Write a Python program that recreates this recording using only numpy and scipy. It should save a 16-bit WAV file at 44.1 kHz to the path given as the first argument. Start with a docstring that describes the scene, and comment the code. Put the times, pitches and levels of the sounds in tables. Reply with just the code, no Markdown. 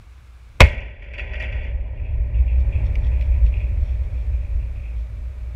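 """A faint wash of distant town and breeze, then a pitched ball slams into a chain-link backstop.
The microphone is clamped to the fence, so the bang overloads the recorder: its gain control
ducks the open air, then slowly lets it back. The fence sways on with a deep rumble while its
wires slap, chatter, snap and drag against the pipe frame, and a player's shoes scuff the dirt."""
import sys
import numpy as np
from scipy import signal
from scipy.fft import rfft, irfft
from scipy.io import wavfile
from scipy.ndimage import uniform_filter1d, minimum_filter1d

SR = 44100
rng = np.random.default_rng(int(sys.argv[2]) if len(sys.argv) > 2 else 0)


def to_wav(s):
    """Save 16-bit WAV."""
    ch = np.atleast_2d(s).T  # columns
    pcm = np.round(np.clip(ch, -1, 1) * 32767)  # PCM
    wavfile.write(sys.argv[1], SR, pcm.astype(np.int16))


N = 244799
TIME = np.arange(N) / SR
TOUCH_S, SLAM_S, HIT_S = .5985, .6035, .605   # the ball meets the mesh, pulls it taut, sets it ringing


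def from_db(db):
    """Decibels to gain."""
    return 10 ** (np.asarray(db) / 20)


def rms_one(x):
    """Scale to unit rms."""
    return x / np.sqrt(np.mean(x ** 2) + 1e-20)


def evened(x, seconds):
    """Hold the short-term rms at one."""
    return x / np.sqrt(np.abs(uniform_filter1d(x ** 2, int(seconds * SR))) + 1e-9)


def noise(spectrum):
    """Unit noise coloured by (Hz, dB) points, falling away beyond both ends."""
    hz, db = np.transpose(spectrum)
    bins = np.fft.rfftfreq(N, 1 / SR) + 1e-3
    ends = (np.minimum(bins / hz[0], 1) * np.minimum(hz[-1] / bins, 1)) ** 2
    colour = from_db(np.interp(np.log(bins), np.log(hz), db))
    return rms_one(irfft(rfft(rng.standard_normal(N)) * ends * colour, N))


def butter(x, hz, kind, order):
    """Causal low- or high-pass."""
    return signal.sosfilt(signal.butter(order, hz, kind, fs=SR, output="sos"), x)


def ramp(start, seconds):
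    """Straight rise from zero to one."""
    return np.clip((TIME - start) / seconds, 0, 1)


def swell(centre, half_width):
    """Bell-shaped rise and fall."""
    return np.exp(-.5 * ((TIME - centre) / half_width) ** 2)


def struck(start, rise, t60):
    """Envelope of a blow: a short attack, then a fall of 60 dB every t60 seconds."""
    age = np.maximum(TIME - start, 0)
    return np.minimum(age / rise, 1) ** 2 * from_db(-60 * np.maximum(age - rise, 0) / t60)


def rattle(modes, per_s, spread_db):
    """Random contacts, each striking every resonance with a strength of its own; unit rms."""
    hits = rng.random(N) < per_s / SR
    contacts = hits * from_db(spread_db * np.minimum(rng.exponential(1, N), 4))
    ringing = np.zeros(N)
    for hz, width, db in modes:
        r = np.exp(-np.pi * width / SR)
        peak = [(1 - r * r) / 2, 0, (r * r - 1) / 2, 1, -2 * r * np.cos(2 * np.pi * hz / SR), r * r]
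        ringing += from_db(db) * signal.sosfilt([peak, peak], contacts * rng.standard_normal(N) + 1e-18)
    return evened(ringing, .04)


# The bed of distant town and breeze. Each row: frequency in Hz, relative level in dB.
AIR_COLOUR = [(15, -41.5), (25, -19), (64, 10.5), (119, -17), (220, -28.5), (965, -29.5), (1160, -25.5),
              (1400, -27.5), (1700, -29), (1840, -33.5), (2280, -26.5), (3140, -36), (3600, -34.5),
              (4580, -39), (15300, -45.5)]
# The panel humming in the breeze. Each row: frequency in Hz, relative level in dB.
HUM_COLOUR = [(20, -19), (46, -11.5), (55, -4), (61.5, 2.5), (68, -10), (90, -15), (116, -15), (150, -30),
              (200, -32.5)]


def open_air():
    """A steady wash, and the breeze keeping the panel faintly humming."""
    wash = from_db(-56.5) * rms_one(butter(noise(AIR_COLOUR), 150, "high", order=3))
    hum = from_db(-42) * evened(noise(HUM_COLOUR), .093)
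    return wash + hum


# The body of the bang: panel, then frame, then wires. Each row: pitch in Hz, level in dB, t60 in seconds.
BACKSTOP_MODES = [(58.5, 17.5, .27), (84.5, 17, .19), (107.2, 17.5, 0.04), (142.6, 3, 0.16),
                  (231, -2, 0.11), (430, -3.5, .15), (551.4, 0, 0.15), (613.6, 1.5, 0.15), (738, -3, 0.12),
                  (867, -2, .15), (951, -0.5, 0.13), (1440, -9.5, .12), (1823, -6.5, .18), (1951, -2, .2),
                  (2144, -1.5, 0.29), (2223, -1.5, 0.19), (2443, -4, 0.3), (2593, -6.5, 0.18),
                  (2730, -9.5, 0.12), (3330, -14.5, 0.16)]
# The crash of ball on wire. Each row: frequency in Hz, relative level in dB.
CRASH_COLOUR = [(150, -8.5), (330, -21.5), (450, -11.5), (580, 1), (730, -9.5), (960, -5), (1200, -13.5),
                (1700, -8.5), (2300, -2), (3800, -20.5), (7000, -27.5), (11000, -36.5), (15000, -40.5)]


def ball():
    """The ball gathers up the mesh over a few milliseconds, then slams the whole panel into its modes."""
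    age = np.maximum(TIME - HIT_S, 0)
    # heavy low modes take longer to get moving
    ringing = sum(from_db(db) * np.sin(2 * np.pi * hz * age) * struck(HIT_S, .001 + .95 / hz, t60)
                  for hz, db, t60 in BACKSTOP_MODES)
    touch = from_db(-5.5) * struck(TOUCH_S, rise=.006, t60=.31)
    slam = from_db(1) * struck(SLAM_S, rise=.0038, t60=.072)
    # link after link snaps taut, so the crash comes in grains
    grain = from_db(6 * noise([(80, 1.5), (400, -3)]))
    crash = evened(noise(CRASH_COLOUR) * grain, .007)
    return ringing + crash * (touch + slam)


# How hard the fence shakes. Each row: time in seconds, level in dB.
SHAKE_LEVELS = [(0.66, -3), (0.98, -22), (1.22, -14), (1.43, -10), (1.7, -13.5), (1.9, -20), (2.5, -29.0),
                (3.15, -31.5), (3.7, -35.0), (4.85, -40), (5.25, -42.5), (5.55, -41.5)]


def shaking():
    """Envelope of the fence's motion: a quick lull after the blow, a second surge, a long decline."""
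    return ramp(HIT_S, .05) * from_db(np.interp(TIME, *np.transpose(SHAKE_LEVELS)))


# The loudest slaps of mesh on frame. Each row: start in seconds, level in dB.
MESH_SLAPS = [(0.774, -22), (0.796, -31), (1.019, -25.5), (1.131, -19.5), (1.178, -11), (1.33, -15),
              (1.395, -13.5), (1.421, -17), (1.521, -23), (1.633, -25)]


def slapping(rise, t60):
    """Envelope of all the slaps, starting with the recoil from the blow."""
    recoil = (HIT_S, -4)
    return sum(from_db(db) * struck(start, rise, t60) for start, db in [recoil] + MESH_SLAPS)


# The low end of the swaying panel. Each row: frequency in Hz, relative level in dB.
RUMBLE_COLOUR = [(18, -20.5), (30, -8.5), (47, -8), (54, -1.5), (60, 5), (66, -5), (73, -7.5), (86, -20),
                 (98, -12.5), (110, -15.5), (132, -28.5), (180, -36.5), (300, -43.5), (430, -46.5)]
# The panel heaves or slackens. Each row: centre in seconds, boost or dip in dB.
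PANEL_HEAVES = [(1.58, 3.5), (1.75, 6.5), (2.2, 7), (2.41, 6), (2.58, 7), (2.82, -2), (2.95, -3), (3.1, 0),
                (3.33, 5.5), (3.46, 9.5), (3.82, 4.5), (4.32, 7), (4.56, 8)]


def panel(shake):
    """The heavy panel takes up the motion late; its deep rumble heaves under an even drone."""
    build_db, split_hz = 12, 91.6
    sway = shake * from_db(build_db * (ramp(1.478, seconds=.85) - 1))
    heave_db = sum(db * swell(centre, half_width=.033) for centre, db in PANEL_HEAVES)
    waver_db = 1.05 * noise([(4, 0), (10, 0)])
    lows = evened(butter(noise(RUMBLE_COLOUR), split_hz, "low", order=4), .077)
    highs = evened(butter(noise(RUMBLE_COLOUR), split_hz, "high", order=4), .2)
    rumble = from_db(13.5 + heave_db + waver_db) * lows
    drone = from_db(3) * highs
    return sway * (rumble + drone)


# The ring of the pipe frame. Each row: pitch in Hz, width in Hz, relative level in dB.
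FRAME_MODES = [(218.3, 74, -4.5), (298, 520, -14), (402, 90, -6), (520, 39, -2.5), (571, 96, -1),
               (615.2, 60, -1.5), (759, 34, -8.5), (865, 100, -12), (982, 76, -11.5)]


def frame(shake):
    """The mesh knocks along the pipe frame, which answers each slap more slowly than the wires."""
    knocks = from_db(-14.5) * shake
    jolts = from_db(-12.5) * slapping(rise=.008, t60=.31)
    return np.hypot(knocks, jolts) * rattle(FRAME_MODES, per_s=1100, spread_db=1.5)


# The ring of the wire mesh. Each row: pitch in Hz, width in Hz, relative level in dB.
WIRE_MODES = [(1440, 400, -16.5), (1547, 91, -9.5), (1760, 34, -7.5), (1924, 100, 2), (2106, 71, -1.5),
              (2255, 150, -2), (2300, 350, -4.5), (2434, 70, 0), (2602, 68, 0), (2745, 120, -6),
              (2850, 70, -7.5), (2980, 48, -11), (3130, 100, -18.5), (3160, 130, -15), (3390, 130, -13.5),
              (3942, 47, -28), (4560, 70, -20.5), (4800, 90, -24), (5400, 1200, -33), (5650, 79, -30),
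              (6280, 150, -35.5), (6920, 350, -35), (8150, 330, -40), (10500, 6000, -52)]


def mesh(shake):
    """Links chatter through the wires; the harder they meet, the higher the modes that ring."""
    loose_db = 8.5 * (1 - ramp(1.656, seconds=.1))   # the links bounce freely, then settle together
    chatter = shake * from_db(-20 + loose_db)
    force = np.hypot(chatter, slapping(rise=.006, t60=.26))
    hardness = force / (force + from_db(-46.5))
    split_hz = 3600
    low_modes = [mode for mode in WIRE_MODES if mode[0] < split_hz]
    top_modes = [mode for mode in WIRE_MODES if mode[0] >= split_hz]
    clatter = rattle(low_modes, per_s=1700, spread_db=3.5)
    # gentle rubbing wakes only the main resonances
    rubbing = rattle([(1880, 460, -3), (2330, 360, .5), (3400, 170, -22.5)], per_s=3600, spread_db=2)
    # the top modes ring briefly at each slap, and in stray jingles between
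    clinks = from_db(-25) * slapping(rise=.0026, t60=.091)
    strays = from_db(-31.5) * force
    jingle = hardness * (clinks + strays) * rattle(top_modes, per_s=350, spread_db=2.5)
    return force * (hardness * clatter + np.sqrt(1 - hardness ** 2) * rubbing) + jingle


# Single links snapping into place. Each row: start in seconds, level in dB.
LINK_SNAPS = [(1.4225, -13), (2.237, -47), (2.389, -38), (2.466, -46), (2.954, -29.5), (3.066, -46),
              (3.2099, -33.5), (3.223, -39), (3.4642, -37)]


def snaps():
    """A link slips with one dry tick."""
    tick = noise([(1700, -18), (2300, 13), (3300, -5), (4200, -18.5),
                  (5200, -12.5), (7500, -28), (14000, -27)])
    slips = sum(from_db(db) * struck(start, rise=.0013, t60=.023) for start, db in LINK_SNAPS)
    return slips * evened(tick, .003)


# The swinging mesh drags along the frame. Each row: start in seconds, level in dB.
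MESH_DRAGS = [(1.965, -37.5), (2.04, -39), (2.336, -41), (2.47, -40.5), (2.718, -40.5), (3.11, -46.5),
              (3.315, -48.5), (3.519, -42), (3.59, -47), (3.87, -57.5), (4.14, -55.5), (4.32, -53.5),
              (4.42, -55.5), (4.595, -54.5), (4.75, -52.5), (4.83, -51.5)]
# The rasp of wire on pipe. Each row: pitch in Hz, width in Hz, relative level in dB.
RASP_MODES = [(2280, 340, -5.5), (2486, 260, 1.5), (2720, 120, -5), (3310, 250, -17)]


def drags():
    """Wire slides over pipe in a short rasp that catches at once and dies away."""
    sliding = sum(from_db(db) * struck(start, rise=.01, t60=.49) for start, db in MESH_DRAGS)
    return sliding * rattle(RASP_MODES, per_s=3200, spread_db=2.5)


# Shoes scuffing the dirt. Each row: centre in seconds, level in dB, half-width in seconds.
SHOE_SCUFFS = [(2.605, -56.5, 0.015), (2.866, -56, 0.016), (3.055, -53.5, 0.02), (3.243, -59.5, 0.031),
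               (3.47, -55.5, 0.017), (3.885, -60, 0.064), (4.04, -62, 0.011), (4.203, -64.5, 0.054),
               (4.997, -64, .03)]
# The crunch underfoot. Each row: pitch in Hz, width in Hz, relative level in dB.
GRIT_MODES = [(2430, 200, 2), (3330, 700, 1.5), (4360, 170, -3), (5500, 340, -4), (6500, 3000, -23)]


def footsteps():
    """Each shoe grinds a short burst of grit, with a faint squeak."""
    pressure = sum(from_db(db) * swell(centre, half_width) for centre, db, half_width in SHOE_SCUFFS)
    return pressure * rattle(GRIT_MODES, per_s=1400, spread_db=2.5)


def scene():
    """Everything reaches one microphone on the fence."""
    bang = ball()
    shake = shaking()
    fence = panel(shake) + frame(shake) + mesh(shake) + snaps() + drags()
    return (bang + fence + footsteps() + open_air())[None]


def gain_control(x, threshold_db, range_db, hold_s, release_db_per_s, attack_s):
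    """Overload pulls the gain down; it is held, then creeps back."""
    over_db = np.maximum(20 * np.log10(np.abs(x) + 1e-9) - threshold_db, 0)
    needed_db = np.minimum(2 * over_db, range_db)
    hold = int(hold_s * SR)
    held_db = -minimum_filter1d(-needed_db, hold, origin=(hold - 1) // 2, mode="constant")
    release_db = release_db_per_s * TIME
    cut_db = np.maximum.accumulate(held_db + release_db) - release_db
    pole = np.exp(-1 / (attack_s * SR))
    return x * from_db(-signal.lfilter([1 - pole], [1, -pole], cut_db))


def record(dry):
    """Gain control too slow for the bang, flattened peaks, and the top cut off."""
    ducked = gain_control(dry[0], threshold_db=4, range_db=17.5,
                          hold_s=1.086, release_db_per_s=16.5, attack_s=.013)
    flattened = ducked / (1 + ducked ** 6) ** (1 / 6)
    dulled = .95 * butter(flattened, 9000, "low", order=1)
    top_cut = signal.ellip(10, .1, 90, 15600, fs=SR, output="sos")
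    return signal.sosfilt(top_cut, dulled)[None]


dry = scene()
out = record(dry)
to_wav(out)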